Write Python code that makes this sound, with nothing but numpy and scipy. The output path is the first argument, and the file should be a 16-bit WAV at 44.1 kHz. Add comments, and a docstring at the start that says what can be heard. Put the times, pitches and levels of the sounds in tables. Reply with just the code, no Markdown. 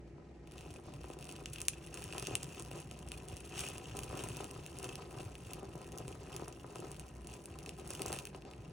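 """A low kitchen hum and soft room noise come first, with a faint flame that soon grows.
Paper burns in a small bowl on a counter, close by, flaring up patch by patch.
The flame is made of short puffs with falling pitch, filtered noise and low thuds.
The charring fibres fizz, crackle and snap: tiny bursts of noise and rings, shaped by the paper.
The hum is a set of wavering sine tones; short decaying noise makes the hard room answer."""
import sys
import numpy as np
from scipy import signal
from scipy.fft import rfft, irfft, next_fast_len
from scipy.io import wavfile
from scipy.ndimage import map_coordinates

SR = 44100
rng = np.random.default_rng(int(sys.argv[2]) if len(sys.argv) > 2 else 0)


def materialize(psi):
    """Save the field psi as 16-bit PCM at rate SR to the path in sys.argv[1].

    A 1-D psi becomes a single channel; in a 2-D psi each row is a channel.
    """
    bounded = np.clip(np.atleast_2d(psi).T, -1, 1)
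    quanta = np.round(bounded * 32767).astype(np.int16)
    wavfile.write(sys.argv[1], SR, quanta)


N = 384552


def amp(db):
    """Turn decibels into a gain."""
    return 10 ** (np.asarray(db) / 20)


def unit(x):
    """Scale a sound to an rms of 1."""
    return x / np.sqrt(np.mean(x ** 2) + 1e-20)


def along(points, hz):
    """Read a curve of (Hz, value) points, with pitch on a log axis."""
    f, v = np.transpose(points)
    return np.interp(np.log(hz + 1), np.log(f + 1), v)


def curves(rows):
    """Give one value per sample for each column after the time."""
    s, *columns = np.transpose(rows)
    return [np.interp(np.arange(N) / SR, s, column) for column in columns]


def wobble(rate, size=32):
    """A smooth random curve with rate random points a second."""
    coarse = np.arange(0, N + size, size)
    knots = rng.standard_normal(int(N * rate / SR) + 4)
    smooth = map_coordinates(knots, [coarse * rate / SR])
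    return np.interp(np.arange(N), coarse, smooth)


def swell(s, length_s):
    """A smooth rise and fall of height 1 around time s; length_s is its width at 1/e of the height."""
    reach = np.minimum(np.abs(np.arange(N) / SR - s) / length_s, 2)
    return np.exp(-(2 * reach) ** 2)


def filtered(x, response):
    """Filter x with a gain (real or complex) given for each frequency."""
    m = next_fast_len(N + SR // 2)
    return irfft(rfft(x, m) * response(np.fft.rfftfreq(m, 1 / SR)), m)[..., :N]


def coloured(x, spectrum, size=4096):
    """Give x a spectrum through a filter of energy 1 that never sounds ahead of its input."""
    cepstrum = irfft(np.log(amp(along(spectrum, np.fft.rfftfreq(size, 1 / SR)))))
    # folding the cepstrum forward gives minimum phase
    cepstrum[1:size // 2] *= 2
    cepstrum[size // 2 + 1:] = 0
    response = irfft(np.exp(rfft(cepstrum)))
    return signal.fftconvolve(x, response / np.linalg.norm(response))[:N]


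def add(track, s, sound):
    """Mix a short sound into a track at time s."""
    part = track[max(round(s * SR), 0):][:len(sound)]
    part += sound[:len(part)]


def placed(times, rows):
    """Make a track in which each short row starts at its time."""
    starts = np.round(np.abs(times) * SR).astype(int)[:, None]
    where = starts + np.arange(rows.shape[1])
    return np.bincount(where.ravel(), rows.ravel(), N)[:N]


def sparks(rate, spread_db):
    """Random clicks, about rate a second, with sizes scattered in dB; rms 1."""
    at = np.flatnonzero(rng.random(N) < rate / SR)
    size, sign = rng.standard_normal((len(at), 2)).T
    clicks = np.sign(sign) * amp(spread_db * np.minimum(size, 2))
    return unit(np.bincount(at, clicks, N))


# How alike the room noise is at the two microphone ports: f/Hz, likeness (1 = the same)
PORT_LIKENESS = [(60, .98), (300, .92), (700, .5), (2000, .25), (8000, .15)]
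# Colour of the room noise: f/Hz, level/dB (relative, per Hz)
KITCHEN_SPECTRUM = [(20, -34), (45, -5.5), (62, 10), (90, -6.5), (135, -1), (210, -4.5), (340, -3.5),
                    (700, -16), (1100, -33), (1700, -25.5), (2400, -26), (3400, -38.5), (5600, -37.5),
                    (9000, -44), (13000, -81)]
# Tones of the appliance: f/Hz, level/dB (rms, before the wavering)
APPLIANCE_TONES = [(59.5, -64), (120, -71), (147, -67), (339, -68), (589, -77.5), (727, -79.5),
                   (824, -80.5), (904, -94), (1297, -102), (1884, -85)]


def kitchen():
    """Noise arriving from all sides, less alike at the two ports at high pitch, plus an appliance's tones."""
    # a shared and an opposite part, mixed by this angle, set the likeness
    turn = lambda hz: np.arccos(np.clip(along(PORT_LIKENESS, hz), -1, 1)) / 2
    split = lambda hz: amp(along(KITCHEN_SPECTRUM, hz)) * [np.cos(turn(hz)), np.sin(turn(hz))]
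    mid, side = filtered(rng.standard_normal((2, N)), split)
    noise = amp(-55.5) * unit(np.array([mid + side, mid - side]))
    t = np.arange(N) / SR
    hum = np.zeros(N)
    for hz, db in APPLIANCE_TONES:
        level = amp(db + 2.9 * wobble(3.7)) * np.sqrt(2)
        hum += level * np.sin(2 * np.pi * hz * t + 0.57 * wobble(6))
    return noise + hum


# How long the room rings, as the time to fall by 60 dB: f/Hz, t/s
ROOM_DECAY = [(200, 0.15), (2500, 0.1), (8000, 0.14), (15000, 0.0066)]


def room(x, count, delay_s=.003):
    """Walls answer with a short tail, different at each port; the sound moves between count spots."""
    hz, t, z = signal.stft(rng.standard_normal((count, 2, SR // 2)), SR, nperseg=256)
    fading = amp(-60 * t / along(ROOM_DECAY, hz)[:, None])
    tails = signal.istft(z * fading, SR, nperseg=256)[1]
    tails /= np.linalg.norm(tails, axis=2, keepdims=True)
    spots = np.exp(2 * np.array([wobble(40) for _ in tails]))
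    late = np.pad(x, (int(delay_s * SR), 0))[:N] * spots / np.linalg.norm(spots, axis=0)
    return signal.oaconvolve(late[:, None], tails, axes=2).sum(0)[:, :N]


# Level difference of the two ports, left minus right: f/Hz, level/dB
PORT_BALANCE = [(150, .3), (400, 1.4), (700, 4), (1100, 2.5), (1600, .8), (2900, 3.5), (3900, 0),
                (5200, -3.5), (7000, 0)]
# Phase by which the left port leads: f/Hz, phase/radians
PORT_LEAD = [(100, 0), (700, .6), (1200, -.3), (2700, .1), (3200, -1.1), (4000, 0), (4900, 2.3), (5800, 0),
             (7500, -.5), (11000, -2.6), (15500, -3.8)]


def ports(x):
    """Direct sound reaches the two microphone ports with a different phase and level."""
    half = np.array([[1], [-1]]) / 2
    gain = lambda hz: amp(half * along(PORT_BALANCE, hz))
    return filtered(x, lambda hz: gain(hz) * np.exp(1j * half * along(PORT_LEAD, hz)))


RIM_S, RIM_DB = 0.0028, -9  # decay time (s) and level (dB) of the early reflections


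def rim(x, size=512, count=5):
    """Early reflections off bowl and counter, different at each port, change with the spot that burns."""
    t = np.arange(size) / SR
    clusters = rng.standard_normal((count, 2, size)) * np.sqrt(t) * np.exp(-t / RIM_S)
    clusters /= np.linalg.norm(clusters, axis=2, keepdims=True)
    spots = np.array([wobble(90) for _ in clusters])
    spots /= np.linalg.norm(spots, axis=0)
    return amp(RIM_DB) * signal.oaconvolve((spots * x)[:, None], clusters, axes=2).sum(0)[:, :N]


# Slow course of the fire: t/s, flame level/dB, charring level/dB
SLOW_BURN = [(0, -70.5, -85.5), (.42, -69.5, -88), (.49, -63, -76), (1.9, -62.5, -70), (3.2, -61.5, -64.5),
             (4.2, -56.5, -59.5), (5.1, -60.5, -64.5), (5.75, -62, -71.5), (7.2, -63.5, -68.5),
             (7.8, -59.5, -64.5), (8.72, -61.5, -72.5)]
# Flares, each a fresh patch that catches, swells and dies down:
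# t/s (at the height), length/s, flame gain level/dB, charring gain level/dB
PATCH_FLARES = [(0.602, 0.1405, 3.5, 12.5), (0.744, 0.137, 3, 11), (0.877, 0.094, 6.5, 3.5),
                (1.054, 0.19, 1.5, 8.5), (1.293, 0.24, 3, 9), (1.633, 0.37, -0.5, 11.5),
                (1.98, 0.22, 1.5, 10), (2.152, 0.033, 6, -1), (2.259, 0.39, 8.5, 14), (2.566, 0.18, 2.5, 7),
                (2.772, 0.097, 8.5, 9.5), (3.157, 0.11, 4.5, 2.5), (3.324, 0.048, -2, 3.5),
                (3.615, 0.24, 5, 13), (3.975, 0.089, 2.5, 2.5), (4.139, 0.049, 4, 0.5),
                (4.246, 0.26, 5.5, 4), (4.405, 0.051, 5, 6.5), (4.54, 0.098, 2, -0.5),
                (4.862, 0.14, 4.5, 8), (5.015, 0.076, 7, 0.5), (5.189, 0.155, 7, 4), (5.527, 0.18, 4.5, 9),
                (5.972, 0.48, 6, 8), (6.377, 0.3, 6, 9), (6.842, 0.32, 6, 8), (7.318, 0.09, 5, 7),
                (7.657, 0.068, 3.5, -0.5), (7.95, 0.17, 5.5, 6.5), (8.136, 0.25, 5.5, 13),
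                (8.454, 0.11, 1.5, -8)]
# Lulls, where the fire falters between two patches: t/s (at the lowest), length/s, gain level/dB
FIRE_LULLS = [(0.816, 0.035, -9), (1.909, 0.046, -2), (2.386, 0.03, -5), (2.85, 0.041, -3.5),
              (3.491, 0.05, -4), (4.061, 0.028, -1), (7.221, 0.033, -2.5)]


def fire():
    """Flame and charring levels in dB: flares push them about the slow burn, and both sink in a lull."""
    flame_db, char_db = curves(SLOW_BURN)
    for s, length_s, flame_gain_db, char_gain_db in PATCH_FLARES:
        shape = swell(s, length_s)
        flame_db = flame_db + flame_gain_db * shape
        char_db = char_db + char_gain_db * shape
    lull_db = sum(db * swell(s, length_s) for s, length_s, db in FIRE_LULLS)
    return flame_db + lull_db, char_db + lull_db


# Resonances of the bowl and the things around it: f/Hz, width f/Hz, level/dB against the direct sound
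BOWL_RESONANCES = [(355.3, 80, 4.5), (477, 12, -6.5), (587, 8.2, -1), (715, 23, -5), (910, 15, -19),
                   (1035, 72, -9.5), (1288, 58, 1.5)]


def bowl(x):
    """The bowl and the things around it ring at their own low pitches when the flame drives them."""
    ring = lambda f: sum(amp(db) * 1j * f * w / (c * c - f * f + 1j * f * w)
                         for c, w, db in BOWL_RESONANCES)
    return filtered(x, lambda f: amp(-2.5) * (1 + ring(f)))


RUMBLE_DB, RUMBLE_FOLLOWS = -54, 0.62  # middle level (dB, before the bowl); dB per dB of flame
# Colour of the flame's rumble: f/Hz, level/dB (relative, per Hz)
RUMBLE_SPECTRUM = [(20, -12), (45, -5.5), (75, 0.5), (100, -2), (155, 3), (200, -7.5), (270, -18),
                   (450, -24.5), (1500, -58)]


def rumble(flame_db, flicker_db):
    """A lumpy rumble: random clicks given a deep colour, following the flame and its flicker."""
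    follow_db = RUMBLE_FOLLOWS * (flame_db - flame_db.mean())
    level_db = RUMBLE_DB + follow_db + flicker_db + 2.0 * wobble(16)
    return amp(level_db) * unit(coloured(sparks(rate=300, spread_db=3), RUMBLE_SPECTRUM))


def puff(hz, glide_s=0.000873, life_s=0.0011):
    """A few pressure cycles slow from 3 * hz as the gas pocket swells, passing hz at 2 * glide_s; peak 1."""
    t = np.arange(SR // 40) / SR
    phase = 2 * np.pi * 3 * hz * glide_s * np.log1p(t / glide_s)
    return -np.sin(phase) * np.sqrt(t / life_s * np.exp(1 - t / life_s))


FLUTTER_DB = 2.5  # lift of the flutter over the flame level (dB)
# Colour of the flame's roar: f/Hz, level/dB (relative, per Hz)
ROAR_SPECTRUM = [(60, -41.5), (190, -6), (275, -20.5), (350, 2), (500, -3), (720, -2.5), (1100, -9.5),
                 (1300, -13), (1550, -19), (2600, -17), (5000, -17.5), (12000, -38)]


def flutter(flame_db, flicker_db, soft_hz=1500):
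    """Gas pockets catch in a stream of small soft puffs, over a roar of unsteady noise."""
    stream = sum(unit(signal.fftconvolve(sparks(rate=100, spread_db=5.5), puff(hz))[:N])
                 for hz in (400, 580, 880))
    stream = filtered(stream, lambda hz: 1 / np.hypot(1, (hz / soft_hz) ** 2))
    gusts = amp(6.2 * np.minimum(wobble(110), 1.5))
    roar = unit(coloured(rng.standard_normal(N) * gusts, ROAR_SPECTRUM))
    return amp(flame_db + FLUTTER_DB + flicker_db) * (amp(-7.5) * stream + amp(-6.0) * roar)


PUFF_DB = 3.5  # peak of a big puff over its listed level (dB)
# Biggest gas pockets that catch at once: t/s, level/dB (before the bowl), f/Hz (a third of the start pitch)
BIG_PUFFS = [(0.182, -53, 585), (0.704, -51, 436), (0.885, -50.5, 644), (1.042, -45, 687),
             (1.101, -42, 464), (1.168, -45.5, 395), (1.421, -46.5, 401), (1.979, -51, 422),
             (2.134, -44.5, 651), (2.15, -42, 640), (2.162, -46, 380), (2.225, -44, 320), (2.283, -40, 457),
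             (2.311, -40.5, 430), (2.335, -43, 495), (2.713, -44.5, 482), (3.325, -44.5, 400),
             (3.949, -42.5, 482), (3.986, -44.5, 518), (4.11, -43.5, 642), (4.129, -41, 594),
             (4.193, -43, 416), (4.209, -42, 450), (4.262, -43, 587), (4.404, -41, 564),
             (4.449, -43.5, 461), (4.502, -50, 404), (5.203, -45, 420), (5.63, -41.5, 451),
             (5.753, -43.5, 470), (5.81, -48, 382), (6.005, -44, 490), (6.08, -45, 489.6),
             (6.397, -44, 745), (6.422, -38.5, 437), (6.478, -46, 856), (6.644, -43.5, 665),
             (6.758, -42.5, 602), (6.793, -43, 347.7), (7.818, -49, 419), (7.904, -44.5, 400),
             (7.994, -47.5, 810), (8.003, -42, 418), (8.057, -38.5, 613), (8.076, -47, 379),
             (8.103, -38, 562), (8.121, -44, 605), (8.129, -43.5, 634), (8.347, -43.5, 589)]


def big_puffs():
    """Large gas pockets catch at once, each one a single louder puff."""
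    track = np.zeros(N)
    for s, db, hz in BIG_PUFFS:
        add(track, s, amp(db + PUFF_DB) * puff(hz))
    return track


THUD_S, THUD_DB = 0.026, 0.2  # length (s, at 1/e of the height); peak over the listed level (dB)


def thud(hz, sag_octaves=0.35):
    """A soft low push, centred in its window, whose pitch sags as the flame lifts off; peak envelope 1."""
    u = np.linspace(-1.5, 1.5, int(3 * THUD_S * SR))  # time in thud lengths
    phase = 2 * np.pi * (np.cumsum(hz * 2 ** (-sag_octaves * u)) / SR + rng.random())
    return np.sin(phase) * np.exp(-(2 * u) ** 2)


# Low thuds of the flame: t/s (at the height), level/dB (before the bowl), f/Hz (at the height)
FLAME_THUDS = [(0.719, -41, 81), (1.514, -41, 116.5), (2.075, -40.5, 95), (2.231, -42, 130),
               (2.339, -36, 120), (2.459, -43, 139), (2.723, -45, 125), (2.862, -42, 130),
               (3.338, -38.5, 89.9), (3.602, -46.5, 98.4), (3.931, -39.5, 116), (4.144, -42, 130),
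               (4.246, -42.5, 115), (4.315, -41, 111), (4.375, -43, 138.4), (4.446, -45.5, 105),
               (4.567, -43, 118.9), (4.873, -43, 125.7), (5.178, -42, 129.2), (5.271, -39, 105.4),
               (5.48, -45, 105), (5.558, -46.0, 145.4), (5.766, -41, 146.5), (6.006, -45.0, 119.9),
               (6.06, -40, 135), (6.206, -45.5, 110.6), (6.377, -45, 124.2), (6.429, -43, 161),
               (6.799, -41.5, 139.9), (7.519, -41.5, 89.8), (7.939, -44, 101), (8.079, -44, 110.7),
               (8.601, -44, 109.8)]


def thuds():
    """Tongues of flame break away, each with one low thud."""
    track = np.zeros(N)
    for s, db, hz in FLAME_THUDS:
        push = thud(hz)
        add(track, s - len(push) / SR / 2, amp(db + THUD_DB) * push)
    return track


def flame(flame_db):
    """Flutter and rumble share one flicker; big puffs and thuds stand out, and all of it drives the bowl."""
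    flicker_db = 1.13 * wobble(24)
    steady = flutter(flame_db, flicker_db) + rumble(flame_db, flicker_db)
    return bowl(steady + big_puffs() + thuds())


def sheet(x):
    """Bending waves cross paper faster at high pitch, so the low part of each crack arrives later."""
    delay_s, at_hz = .0009, 3000  # the delay at this pitch
    return filtered(x, lambda hz: np.exp(-4j * np.pi * delay_s * np.sqrt(at_hz * hz)))


# Colour of cracking paper: f/Hz, level/dB (relative, per Hz)
PAPER_SPECTRUM = [(250, -46), (750, -23), (1200, -11), (1900, -10), (2300, -5.5), (2650, 4), (3000, -1.5),
                  (3400, -4), (4100, -6), (5100, -2.5), (6100, 0.5), (7100, -0.5), (8100, -1), (9400, 7.5),
                  (11700, -2.5), (15000, -0.4)]


def paper_colour(x):
    """The paper's own resonances colour every bright break."""
    return coloured(x, PAPER_SPECTRUM)


def ringlets(count, hz, spread, cycles=1.9, size=256):
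    """Flakes ring briefly, one per row, with pitches scattered by spread octaves around hz; energy 1."""
    pitch = np.minimum(hz * 2 ** (spread * rng.standard_normal((count, 1))), SR / 3)
    turns = pitch * np.arange(size) / SR
    rings = np.sin(2 * np.pi * turns) * np.exp(-turns / cycles)
    return rings / np.linalg.norm(rings, axis=1, keepdims=True)


def breaks(times, gains, split_db, ring_db, size=256):
    """A break is a clean crack, quick splitting, faint tearing and a flake's ring: energy 1, then its gain."""
    split_s, tear_s, tear_db = .00028, .0016, -6
    flake_hz, flake_octaves = 6500, .65
    t = np.arange(size) / SR
    shape = lambda life_s: np.exp(-t / life_s) / np.linalg.norm(np.exp(-t / life_s))
    envelope = np.hypot(amp(split_db) * shape(split_s), amp(tear_db) * shape(tear_s))
    bursts = rng.standard_normal((len(times), size)) * envelope
    bursts[:, 0] = 1  # the clean crack
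    bursts += amp(ring_db) * ringlets(len(times), flake_hz, flake_octaves, size=size)
    return placed(times, bursts * (gains / np.linalg.norm(bursts, axis=1))[:, None])


# Runs of breaking fibres: starts a second, decay time (s), size scatter (dB), level between runs
RUN_PER_S, RUN_S, RUN_SPREAD_DB, SIMMER = 130, 0.0038, 3, 0.55


def runs():
    """One break sets off its neighbours: an envelope, rms 1, that jumps at random and dies in milliseconds."""
    decay = np.exp(-np.arange(SR // 20) / SR / RUN_S)
    starts = np.abs(sparks(rate=RUN_PER_S, spread_db=RUN_SPREAD_DB))
    jumps = signal.fftconvolve(starts, decay)[:N]
    return unit(np.hypot(SIMMER, unit(jumps)) * amp(0.86 * wobble(30)))


def curling(x, spectrum, octaves, moves_per_s=150):
    """The sheet's resonances lie lower or higher with the spot that breaks: three shifted spectra."""
    spot = np.argmax([wobble(moves_per_s) for _ in range(3)], axis=0) - 1
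    shifted = lambda k: [(hz * 2 ** (k * octaves), db) for hz, db in spectrum]
    return sum(coloured(x * (spot == k), shifted(k)) for k in (-1, 0, 1))


BUCKLE_PER_S, BUCKLE_SPREAD_DB = 380, 6.5  # pops a second and their size scatter (dB)
BUCKLE_HZ, BUCKLE_OCTAVES = 1830, 0.41  # middle pitch (Hz) and its scatter (octaves)


def buckles():
    """Larger flakes buckle with small dull pops, each at its own pitch; rms 1."""
    sizes = sparks(rate=BUCKLE_PER_S, spread_db=BUCKLE_SPREAD_DB)
    at = np.flatnonzero(sizes)
    return unit(placed(at / SR, sizes[at, None] * ringlets(len(at), BUCKLE_HZ, BUCKLE_OCTAVES)))


CRACKLE_DB, CRINKLE_DB, BUCKLE_DB = 2.5, -1.5, -9  # bright fibres, dull sheet, pops: dB over the charring
CRINKLE_FOLLOWS_FLAME = 0.018  # the sheet curls more under a big flame (dB per dB)
CRINKLE_FADE_DB_PER_S = 0.5  # the sheet crinkles less as it turns to ash
CRINKLE_RUNS = 0.86  # how closely the crinkle follows the runs, 0-1
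CROWDED_DB = -57  # charring level around which the breaks crowd together (dB)
# Colour of the curling sheet: f/Hz, level/dB (relative, per Hz)
CRINKLE_SPECTRUM = [(300, -38), (1300, -10.5), (2200, -16.5), (2450, -5.5), (2630, 3), (2900, -3),
                    (3200, -6), (4000, -18.5), (5800, -13.5), (9000, -19), (15000, -49)]


def crackle(flame_db, char_db):
    """Fibres break in runs of fizz, ticks, crinkle and pops; strong charring merges runs into a sizzle."""
    t = np.arange(N) / SR
    crinkle_db = char_db + CRINKLE_DB
    crinkle_db = crinkle_db + CRINKLE_FOLLOWS_FLAME * (flame_db - flame_db.mean())
    crinkle_db = crinkle_db - CRINKLE_FADE_DB_PER_S * (t - t.mean())
    crowding = 1 + amp(char_db - CROWDED_DB) ** 2
    clumps = np.sqrt((runs() ** 2 + crowding - 1) / crowding)
    # more breaks a second, each one smaller, so that crowding alone adds no loudness
    crowded_sparks = lambda rate, spread_db: unit(sparks(rate * crowding, spread_db) / np.sqrt(crowding))
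    fizz = amp(-8.0) * sparks(rate=2600, spread_db=1.0)
    sizes = crowded_sparks(rate=170, spread_db=4.5)
    at = np.flatnonzero(sizes)
    ticks = amp(-4.0) * breaks(at / SR, sizes[at], split_db=-7, ring_db=-1)
    bright = paper_colour(amp(char_db + CRACKLE_DB) * clumps * (fizz + ticks))
    creases = amp(crinkle_db) * unit(clumps ** CRINKLE_RUNS) * crowded_sparks(rate=400, spread_db=7.5)
    dull = curling(creases, CRINKLE_SPECTRUM, octaves=0.06)
    return bright + dull + amp(char_db + BUCKLE_DB) * buckles()


# Small snaps: number a second, middle level (dB), scatter (dB), dB per dB of charring
STRAY_PER_S, STRAY_DB, STRAY_SPREAD_DB, STRAY_FOLLOWS = 45, -57.5, 2, 0.67


def stray_snaps(char_db, body_db=-6, body_spread_db=3):
    """Rows of small snaps at random moments once paper has caught; stronger charring makes them louder."""
    caught_db = -80
    at = np.flatnonzero((rng.random(N) < STRAY_PER_S / SR) & (char_db > caught_db))
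    size, body = rng.standard_normal((len(at), 2)).T
    db = STRAY_DB + STRAY_FOLLOWS * (char_db[at] - char_db.mean()) + STRAY_SPREAD_DB * size
    return np.column_stack([at / SR, db, body_db + body_spread_db * body])


# Loudest snaps of the paper: t/s, level/dB (before the lifts below), level/dB of the low body against it
LOUD_SNAPS = [(0.473, -55, 2), (0.512, -57, 3), (0.520, -51, -1), (0.581, -49.5, 8), (0.609, -51, 5),
              (0.705, -56, 8), (0.74, -52, -2), (0.938, -50, 1), (1.034, -57.5, 6), (1.042, -57, 4),
              (1.05, -59, 5), (1.101, -54, 0), (1.111, -56, 0), (1.189, -48.5, -1), (1.21, -50.5, -1),
              (1.226, -46.5, 3), (1.243, -48, -6), (1.253, -47.5, -1.5), (1.27, -51, 2), (1.284, -56, -4),
              (1.302, -50, 1), (1.313, -46, -2), (1.324, -44.5, -6), (1.363, -50, 5), (1.458, -38.5, 3),
              (1.532, -44, -5), (1.535, -39, -11), (1.539, -45, -6), (1.559, -48, 8.5), (1.584, -46.5, 5),
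              (1.604, -42, 1), (1.616, -34, -7.5), (1.683, -20.5, -5), (1.782, -56, 4), (1.872, -53, 4),
              (1.942, -40.5, -5), (1.973, -46, 3.5), (2.021, -43, -2.5), (2.04, -39.5, -17),
              (2.125, -46, 8.5), (2.181, -37, 3.5), (2.197, -38, -6), (2.225, -37.5, -1), (2.27, -31.5, -5),
              (2.353, -27, -0.5), (2.431, -37, -5), (2.443, -44, 0), (2.489, -50, -17), (2.597, -40.5, -6),
              (2.623, -44.5, -12), (2.649, -48, -2), (2.714, -46, 3), (2.802, -45.5, -13), (2.912, -44, -1),
              (2.99, -50, -2), (3.087, -46, -8), (3.118, -40.5, 3.5), (3.285, -43, -7), (3.368, -42, -7),
              (3.525, -58, 1), (3.579, -41, 3), (3.591, -36, -5), (3.593, -35, -4), (3.604, -39, 0),
              (3.607, -37, -5), (3.629, -53, 2), (3.651, -42, -6), (3.666, -43, -1), (3.687, -37, -19),
              (3.718, -63, 0), (3.737, -56.5, 1), (3.781, -41.5, -4), (3.896, -51.5, 3), (3.969, -39.5, -9),
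              (3.99, -36.5, -3), (4.034, -38.5, -7), (4.042, -45, -13), (4.173, -40.5, -17),
              (4.192, -55, -5), (4.218, -55, -5.5), (4.238, -36, -8), (4.287, -39, -7), (4.369, -35.5, -10),
              (4.407, -45.5, 3), (4.443, -40.5, -4), (4.511, -42, -6), (4.663, -42, -2), (4.787, -41, -11),
              (4.798, -47, -5), (4.829, -41, -12), (4.843, -40.5, 2), (4.955, -38.5, -0.5), (5.204, -51, 7),
              (5.353, -50, 6.5), (5.534, -37.5, -3.5), (5.653, -61, 1), (5.692, -61, -6),
              (5.755, -51.5, -8), (5.816, -51, 0), (5.844, -54, 7), (5.92, -47, -6), (5.926, -50.5, -1),
              (5.976, -42, -23), (5.984, -39.5, -22), (6.08, -43, -3), (6.326, -52, -6),
              (6.341, -47.5, -11), (6.364, -36, -8.5), (6.481, -45, -8), (6.757, -44.5, -0.5),
              (6.802, -46, -17), (6.916, -43.5, -9), (6.996, -41, -5.5), (7.271, -43, -7), (7.339, -45, -9),
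              (7.457, -42.5, -8), (7.588, -45, 1), (7.661, -45, 5), (7.692, -40, 2), (7.797, -50.5, 2),
              (7.876, -44, -16), (7.905, -37.5, -6), (7.935, -41, -11), (7.95, -39.5, -6), (7.994, -46, 1),
              (8.019, -30.5, -7.5), (8.061, -32.5, -21), (8.081, -40, -7), (8.084, -43, -6),
              (8.12, -38, -3), (8.128, -34.5, -1), (8.138, -41, -1), (8.147, -45, -5), (8.163, -44, -2),
              (8.188, -38, 0), (8.253, -39.5, -3.5), (8.271, -44, 1), (8.347, -63.5, 20), (8.421, -59, 9.5),
              (8.451, -58.5, 7), (8.512, -56, 10), (8.535, -59, 11)]


def snaps(char_db, split_hz=4200):
    """Whole flakes snap sharply: a bright break above split_hz, a fuller one below for larger flakes."""
    s, db, body_db = np.vstack([LOUD_SNAPS, stray_snaps(char_db)]).T
    # the lifts of 20.7 and 26 dB set the energy of each break
    top = breaks(s, amp(db + 20.7), split_db=-7, ring_db=-11)
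    body = breaks(s, amp(db + body_db + 26), split_db=-11, ring_db=-21)
    low_share = lambda hz: 1 / (1 + (hz / split_hz) ** 6)
    return paper_colour(top + filtered(body - top, low_share))


def scene():
    """The fire close by, its reflections and the kitchen's background sound."""
    flame_db, char_db = fire()
    gas = flame(flame_db)
    fibres = sheet(crackle(flame_db, char_db))
    paper = fibres + sheet(snaps(char_db))
    # the deepest rumble stays close to the bowl
    spread = filtered(gas, lambda hz: hz ** 2 / np.hypot(hz ** 2, 540 ** 2))
    tail = room(amp(-4.5) * spread, count=2) + room(amp(-13.0) * paper, count=4)
    return ports(gas + paper) + rim(fibres) + tail + kitchen()


def record(dry, low_hz=30, top_hz=16500):
    """The recorder drops the deepest bass and fades out the treble around its band limit."""
    band_limit = lambda hz: np.clip((top_hz - hz) / 1000 + .5, 0, 1)
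    return filtered(dry, lambda hz: band_limit(hz) * hz ** 2 / np.hypot(hz ** 2, low_hz ** 2))


dry = scene()
out = record(dry)
materialize(out)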